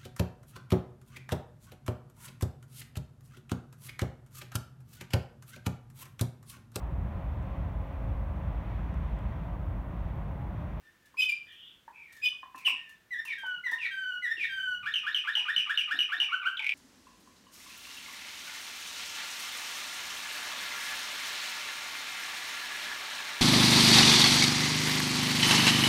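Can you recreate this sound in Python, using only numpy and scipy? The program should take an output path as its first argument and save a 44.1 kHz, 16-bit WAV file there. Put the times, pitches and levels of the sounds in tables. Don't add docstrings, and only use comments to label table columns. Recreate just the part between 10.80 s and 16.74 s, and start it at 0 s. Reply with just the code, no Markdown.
import sys
import numpy as np
from scipy import signal
from scipy.fft import rfft, irfft
from scipy.io import wavfile
from scipy.ndimage import uniform_filter1d, map_coordinates

SR = 44100
rng = np.random.default_rng(int(sys.argv[2]) if len(sys.argv) > 2 else 0)


def pcm_store(signal):
    levels = np.round(np.clip(np.atleast_2d(signal), -1, 1) * 32767)
    wavfile.write(sys.argv[1], SR, levels.astype(np.int16).T)


N = 261954
CUTOFF_HZ = 15900


def from_db(db):
    return 10 ** (np.asarray(db) / 20)


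def at_hz(points, hz):
    f, value = np.transpose(points)
    return np.interp(np.log(np.maximum(hz, 1)), np.log(f), value)


def add(track, start_s, sound):
    start = min(max(int(start_s * SR), 0), N)
    track[start:start + len(sound)] += sound[:N - start]


def coloured(spectrum, n):
    gain = from_db(at_hz(spectrum, np.fft.rfftfreq(n, 1 / SR)))
    noise = irfft(rfft(rng.standard_normal(n)) * gain, n)
    return noise / np.sqrt(np.mean(noise ** 2) + 1e-20)


def flutter(n, hz):
    knots = rng.standard_normal(1024)
    return map_coordinates(knots, [np.arange(n) * 2 * hz / SR], order=3, mode="wrap")


def high_pass(x, hz, order):
    return signal.sosfilt(signal.butter(order, hz, "high", fs=SR, output="sos"), x)


# frequency_hz, gain_db
AMBIENT_SPECTRUM = [(15, -31.5), (25, 10.5), (74, 2), (293, 2), (624, -5), (734, -5.5), (1330, -2.5),
                    (1480, 0), (2830, -5.5), (4250, -10.5), (6730, -13), (10700, -17), (14000, -15),
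                    (16000, -20.5)]
RUMBLE_SPECTRUM = [(20, -16), (50, -3), (100, -3.5), (160, -3.5), (300, -18), (900, -59)]
# time_s, level_db
RUMBLE_SWELL = [(0, -78), (3.4, -79.5), (3.65, -69.5), (4.051, -70), (4.3, -81.5), (5.94, -92.5)]


def room_tone(steady_db=-67.5):
    rumble_db = np.interp(np.arange(N) / SR, *np.transpose(RUMBLE_SWELL))
    steady = from_db(steady_db) * coloured(AMBIENT_SPECTRUM, N)
    return steady + from_db(rumble_db) * coloured(RUMBLE_SPECTRUM, N)


# frequency_hz, t60_s
TAIL_DECAY = [(300, 0.32), (1400, 0.42), (3000, 0.4), (9000, 0.29), (16000, 0.079)]
# frequency_hz, gain_db
TAIL_SPECTRUM = [(200, -2.5), (1500, -1.5), (3000, 0), (6000, -0.5), (16000, -6.5)]


def reverberation(x, build_s=0.013):
    t = np.arange(SR * 3 // 4) / SR
    edges, tail = np.geomspace(60, 17000, 12), 0
    for low, high in zip(edges, edges[1:]):
        centre = np.sqrt(low * high)
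        band_pass = signal.butter(3, [low, high], "band", fs=SR, output="sos")
        band = signal.sosfilt(band_pass, rng.standard_normal(len(t)))
        decay = np.exp(-np.log(1000) * t / at_hz(TAIL_DECAY, centre)) * (1 - np.exp(-(t / build_s) ** 2))
        tail = tail + band * decay / np.linalg.norm(decay) * from_db(at_hz(TAIL_SPECTRUM, centre))
    return signal.fftconvolve(x, tail)[:N]


# delay_s, gain_db
WALL_PATHS = [(.0033, -24), (.0066, -7), (0.0155, -9.5), (.028, -7.5)]


def reflections(x):
    out = np.zeros(N)
    for delay_s, gain_db in WALL_PATHS:
        add(out, delay_s, from_db(gain_db) * x)
    return out


def struck(hz, t60_s, contact_s=0.0012):
    t = np.arange(SR // 3) / SR
    onset = 1 - np.exp(-(t / contact_s) ** 2)
    return np.sin(2 * np.pi * hz * t) * np.exp(-np.log(1000) * t / t60_s) * onset


# start_s, level_db, pitch_hz
BOX_BLOWS = [(.426, -54.5, 412), (1.75, -50.5, 280), (1.92, -51.5, 266), (2.772, -57, 164),
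             (3.577, -50, 369), (4.03, -54, 112), (4.034, -55, 195), (4.765, -51, 165), (5.141, -46.5, 275),
             (5.181, -52, 304), (5.2, -58, 430), (5.381, -55, 310)]


def cage_thumps():
    out = np.zeros(N)
    for start_s, level_db, hz in BOX_BLOWS:
        add(out, start_s, from_db(level_db) * struck(hz, t60_s=0.062, contact_s=0.0013))
    return out


# start_s, relative_level_db
BAR_CONTACTS = [(.255, -54), (.426, -38), (.489, -51), (.72, -55), (1.324, -50.5), (1.365, -50),
                (1.751, -51.5), (1.778, -46), (2.09, -52), (2.449, -40.5), (2.583, -50), (2.662, -52),
                (2.911, -43)]
# frequency_hz, gain_db
TICK_SPECTRUM = [(400, -44), (1000, 2.5), (3000, 3.5), (5500, 4), (8000, 1), (12000, 0.5), (16000, -4.5)]


def bar_ticks(t60_s=0.07):
    out, t = np.zeros(N), np.arange(SR // 10) / SR
    envelope = np.exp(-np.log(1000) * t / t60_s) * (1 - np.exp(-t / 0.002))
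    for start_s, level_db in BAR_CONTACTS:
        scratch = envelope * from_db(3.9 * flutter(len(t), 150))
        add(out, start_s, from_db(level_db) * coloured(TICK_SPECTRUM, len(t)) * scratch / 2)
    return out


# start_s, relative_level_db, pitch_ratio
FOOTFALLS = [(.342, -49.5, 1.02), (1.078, -38.5, 0.9), (1.525, -51.5, 1.13), (1.63, -40, 1.03),
             (1.745, -37.5, 1.02), (1.876, -32, 1.04), (2.45, -49.5, .98), (2.634, -38.5, 0.89),
             (2.865, -46, 0.97), (2.918, -34, .98), (4.571, -43.5, 0.86), (4.61, -42, 0.98),
             (5.15, -50, .73), (5.345, -49.5, 0.72), (5.42, -46.5, 0.86), (5.8, -41.5, 0.88)]
# frequency_hz, gain_db, t60_s
PERCH_MODES = [(283, -20, 0.051), (806, -16, 0.036), (840, -25, 0.11), (983, -2, 0.091), (1023.6, 3, 0.081),
               (1304, -5.5, 0.032), (1706, -9.5, 0.036)]
# frequency_hz, gain_db
SCUFF_SPECTRUM = [(300, -37.5), (650, -11.5), (820, -5.5), (1100, 2), (1350, -31), (1750, -1), (2400, -45),
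                  (6000, -57)]


def perch_knocks(mode_spread_db=2, scuff_db=-10, scuff_t60_s=0.076):
    out, t = np.zeros(N), np.arange(SR // 10) / SR
    slide = np.exp(-np.log(1000) * t / scuff_t60_s) * (1 - np.exp(-t / 0.0016))
    for start_s, level_db, pitch in FOOTFALLS:
        ring = sum(from_db(db + mode_spread_db * rng.standard_normal()) * struck(hz * pitch, t60_s)
                   for hz, db, t60_s in PERCH_MODES)
        add(out, start_s, from_db(level_db) * ring / 2)
        add(out, start_s, from_db(level_db + scuff_db) * coloured(SCUFF_SPECTRUM, len(t)) * slide)
    return out


def contour(rows, stretch):
    times, *columns = np.transpose(rows)
    times = np.maximum.accumulate(times - times[0]) * stretch
    t = np.arange(int(times[-1] * SR) + 2) / SR
    return [uniform_filter1d(np.interp(t, times, c), size=65, mode="nearest") for c in columns]


def glide(length_s, first_hz, last_hz, attack_s, release_s):
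    t = np.arange(int(length_s * SR)) / SR
    envelope = np.clip(np.minimum(t / attack_s, (length_s - t) / release_s), 0, 1)
    return t, first_hz + (last_hz - first_hz) * t / length_s, envelope


def phase_of(hz, jitter=0.0048, jitter_hz=250):
    return 2 * np.pi * np.cumsum(hz * (1 + jitter * flutter(len(hz), jitter_hz))) / SR


# frequency_hz, gain_db
THROAT_RESPONSE = [(2200, 3), (3100, -6.5), (3800, -15.5), (4400, -31), (5400, -28.5), (6700, -37.5),
                   (8400, -36), (10500, -43), (13000, -40), (15500, -48.5)]
# frequency_hz, gain_db
BREATH_SPECTRUM = [(900, -33), (1800, 3.5), (2600, 7), (3500, 5), (4400, -10), (5500, -9.5), (6800, -19),
                   (8400, -17), (10500, -25), (15000, -25)]


def syrinx(phase, hz, level_db, octave_db, overtones_db, rough, rasp_hz=480, air_db=-4):
    n = len(phase)
    phase = phase + rough * flutter(n, rasp_hz)
    wave = np.sin(phase) + from_db(at_hz(THROAT_RESPONSE, 2 * hz) + octave_db) * np.sin(2 * phase)
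    for k in range(3, 11):
        gain = from_db(at_hz(THROAT_RESPONSE, k * hz) + overtones_db + 2 * flutter(n, 20))
        wave += gain * (k * hz < CUTOFF_HZ) * np.sin(k * phase)
    wave *= 1 + rough * flutter(n, rasp_hz) / 2
    wave += from_db(air_db) * rough * coloured(BREATH_SPECTRUM, n)
    return wave * from_db(level_db) * signal.windows.tukey(n, min(1, SR / 300 / n))


# start_s, length_s, first_hz, last_hz, level_db, warble_ratio
ANSWERS = [(0.028, .06, 1810, 1778, -53.5, 0.018), (.22, 0.044, 1760, 1760, -58.5, .02),
           (0.657, 0.051, 1823, 1830, -52, 0.048), (0.659, .11, 3357, 3050, -50, 0.082),
           (0.769, .12, 3260, 3270, -49, 0.066), (1.125, 0.15, 2508, 2174, -49, 0.046),
           (1.273, 0.12, 1882, 1748, -50, .016), (1.739, .1, 2680, 2156, -49.5, 0.0515),
           (1.955, 0.038, 1883, 1815, -44.5, 0.015), (2.0, 0.14, 1817, 1752, -54.5, 0.012)]


def far_bird():
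    out = np.zeros(N)
    for start_s, length_s, first_hz, last_hz, level_db, warble in ANSWERS:
        _, hz, envelope = glide(length_s, first_hz, last_hz, attack_s=0.01, release_s=0.01)
        phase = phase_of(hz, warble, jitter_hz=161.5)
        tone = syrinx(phase, hz, level_db, octave_db=-3.5, overtones_db=-2, rough=0.12)
        add(out, start_s, tone * envelope)
    return out


# time_s, pitch_hz, lower_db, upper_db, roughness_ratio
CHEEP_SHAPE = [(0, 2290, -24, -64, .1), (.011, 2590, -15.5, -57, .1), (.026, 2500, 0, -46, .06),
               (.039, 2520, 1.5, -23, .14), (.054, 2490, -18.5, -3, .22), (.068, 2450, -25, -24, .18)]
# start_s, level_db, pitch_ratio, length_ratio, upper_gain_db
CHEEP_CALLS = [(.369, -17, 1.0, 1.0, -2.5), (.479, -19.5, 0.95, 0.54, -22), (1.415, -21, 0.99, 0.847, 3)]


def cheeps(interval=1.213, combination_db=-12, octave_db=7):
    out = np.zeros(N)
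    for start_s, level_db, pitch, length, upper_db in CHEEP_CALLS:
        hz, low_db, high_db, rough = contour(CHEEP_SHAPE, length)
        hz, low_db, high_db = hz * pitch, low_db + level_db, high_db + level_db + upper_db
        low_phase, high_phase = phase_of(hz), phase_of(hz * interval, jitter=0.0063)
        lower = syrinx(low_phase, hz, low_db, octave_db, overtones_db=4, rough=rough)
        upper = syrinx(high_phase, hz * interval, high_db, octave_db, overtones_db=11, rough=rough)
        combination = from_db(high_db + combination_db) * np.sin(2 * high_phase - low_phase)
        add(out, start_s, lower + upper + combination)
    return high_pass(out, 2514, order=6)


# start_s, length_s, first_hz, last_hz, bow_hz, level_db, overtones_db
FALLING_NOTES = [(2.572, 0.23, 1601, 1418, -21.5, -37, -6.5), (3.103, .28, 1580, 1420, 18.5, -36, 1),
                 (3.682, .29, 1596, 1444, 10, -34, 1.5)]


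def whistles(scoop_hz=100, scoop_s=0.007, waver_db=2, dulling_db_per_s=17.5):
    out = np.zeros(N)
    for start_s, length_s, first_hz, last_hz, bow_hz, level_db, overtones_db in FALLING_NOTES:
        t, hz, envelope = glide(length_s, first_hz, last_hz, attack_s=0.016, release_s=0.027)
        hz = hz + scoop_hz * np.exp(-t / scoop_s) + bow_hz * np.sin(np.pi * t / length_s)
        level_db = level_db + waver_db * flutter(len(hz), 17.9)
        fading_db = overtones_db - dulling_db_per_s * t
        phase = phase_of(hz, jitter=0.0073, jitter_hz=30.04)
        tone = syrinx(phase, hz, level_db, octave_db=-1.5, overtones_db=fading_db, rough=0.008)
        add(out, start_s, tone * envelope)
    return out


# time_s, pitch_hz, level_db
DIP_SHAPE = [(0, 2075, -20), (.008, 2063, -9.5), (.024, 1992, -7), (.033, 1952, -1), (.055, 1680, -19),
             (.075, 1730, -19.5), (.097, 1839, -2.5), (.11, 1870, -6.5)]
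SLUR_SHAPE = [(0, 2835, -15), (.009, 2775, -10), (.022, 2688, -12.5), (.034, 2515, -4), (.069, 2235, -0.5),
              (.078, 2140, -14)]
CROAK_SHAPE = [(0, 2048, -4.5), (.005, 1947, -4.5), (.016, 1835, -4), (.024, 1900, -30)]
RISE_SHAPE = [(0, 1225, -21.5), (.006, 1434, -2.5), (.012, 1622, -3), (.022, 1740, -0.5), (.03, 1850, -6),
              (.046, 1776, -22)]
FLICK_SHAPE = [(0, 3417, -25), (.014, 3580, -4), (.024, 3710, -4), (.031, 4200, -11.5), (.036, 4500, -26)]
GRACE_SHAPE = [(0, 1360, -14.5), (.008, 1234, -10), (.021, 1170, -9), (.034, 1190, -12.5)]
HOOT_SHAPE = [(0, 1120, -29.5), (.011, 1390, -6), (.02, 1478, 0), (.031, 1611, -1), (.042, 1540, -8),
              (.052, 1328, -12.5)]
PIP_SHAPE = [(0, 3020, -6), (.002, 2507, 1), (.004, 2330, -1.5), (.008, 2170, -18)]
CHIRP_SHAPE = [(0, 3055, -20), (.009, 3013, -8), (.019, 2880, 0), (.034, 2540, -5.5), (.049, 2084, -22)]
# time_s, pitch_hz, level_db
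CHIP_SHAPE = [(0, 3120, -6), (.0025, 3036, 2.5), (.008, 2883, -11), (.014, 2859, -18.5), (.018, 2915, -2),
              (.024, 2848, -8), (.036, 2870, -12.5), (.043, 2516, -12.5), (.056, 2460, -25)]
SYLLABLES = {"dip": (DIP_SHAPE, -4), "slur": (SLUR_SHAPE, -4), "croak": (CROAK_SHAPE, 3),
             "rise": (RISE_SHAPE, -6), "flick": (FLICK_SHAPE, -8), "chip": (CHIP_SHAPE, 4.5),
             "grace": (GRACE_SHAPE, 1.5), "hoot": (HOOT_SHAPE, -3), "pip": (PIP_SHAPE, -3),
             "chirp": (CHIRP_SHAPE, 1.5)}


def syllable(name, level_db, overtones_db, rough, pitch=1, length=1):
    shape, octave_db = SYLLABLES[name]
    hz, shape_db = contour(shape, length)
    jitter = 0.026 if name in ("chip", "grace") else 0.0045
    phase = phase_of(hz * pitch, jitter)
    return syrinx(phase, hz * pitch, level_db + shape_db, octave_db, overtones_db, rough)


def repeated(motif, repeats, pitch_spread=0.01204):
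    out = np.zeros(N)
    for time_s, level_db, pitch, length, bright_db in repeats:
        for offset_s, part_db, overtones_db, rough, name in motif:
            detuned = pitch * (1 + pitch_spread * rng.uniform(-1.04, 1))
            note = syllable(name, level_db + part_db, overtones_db + bright_db, rough, detuned, length)
            add(out, time_s + offset_s, note)
    return out


# offset_s, level_db, overtones_db, roughness_ratio, syllable_name
PHRASE_MOTIF = [(0, 0, -2, .04, "dip"), (.146, -5.5, -9, 0.23, "slur"), (.217, -2.5, -9, .2, "croak")]
TRILL_MOTIF = [(-.114, -14.5, -11, 0.31, "grace"), (-.083, -6, -2.5, 0.1, "rise"),
               (-.041, -19.5, 13, .15, "flick"), (0, 0, 3, .13, "chip")]
HOOT_MOTIF = [(-.029, -9.5, -9, 0.19, "grace"), (0, 0, -5.5, 0.03, "hoot")]
# time_s, level_db, pitch_ratio, length_ratio, overtones_db
PHRASE_REPEATS = [(2.306, -27, .99, .9, 1), (2.836, -24, 1.005, 1.02, -1), (3.421, -23, .99, .99, 2)]
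TRILL_REPEATS = [(4.138, -21.5, 1.002, 1.15, -0.5), (4.345, -19.5, 1.005, .95, -1),
                 (4.552, -19, 1.0, 1.06, -0.5), (4.762, -18, 1.006, 1.03, -1), (4.974, -18, 1.0, .9, 1),
                 (5.189, -18.3, 1.005, 0.91, 2), (5.4, -18.5, 1, 0.91, 1.5)]
HOOT_REPEATS = [(5.512, -25, 0.97, 1.02, -2), (5.646, -23.5, 0.98, .97, 0)]
# start_s, level_db, pitch_ratio, length_ratio
STUTTER = [(5.769, -31.5, 1.31, 2.04), (5.792, -28, .98, 1.6), (5.823, -31, 0.93, 1.7),
           (5.843, -22, .95, .8), (5.864, -21, 0.96, 1.09), (5.891, -19, 1.0, 1.0)]


def song():
    out = np.zeros(N)
    add(out, start_s=1.848, sound=syllable("chirp", level_db=-18.5, overtones_db=10, rough=0.17))
    out += repeated(PHRASE_MOTIF, PHRASE_REPEATS)
    out += repeated(TRILL_MOTIF, TRILL_REPEATS)
    out += repeated(HOOT_MOTIF, HOOT_REPEATS)
    for start_s, level_db, pitch, length in STUTTER:
        pip = syllable("pip", level_db, overtones_db=-5, rough=0.22, pitch=pitch, length=length)
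        add(out, start_s, pip)
    return out


def scene(near_to_room_db=-2, far_direct_db=-12):
    birds = high_pass(song() + whistles() + cheeps(), 850, order=4)
    near = birds + perch_knocks() + bar_ticks() + cage_thumps()
    far = far_bird()
    direct = near + reflections(near) + from_db(far_direct_db) * far
    room = reverberation(from_db(near_to_room_db) * near + far) + room_tone()
    return high_pass(direct + room, 44, order=4)[None]


def record(dry):
    return signal.sosfilt(signal.ellip(10, .2, 80, CUTOFF_HZ, fs=SR, output="sos"), dry)


dry = scene()
out = record(dry)
pcm_store(out)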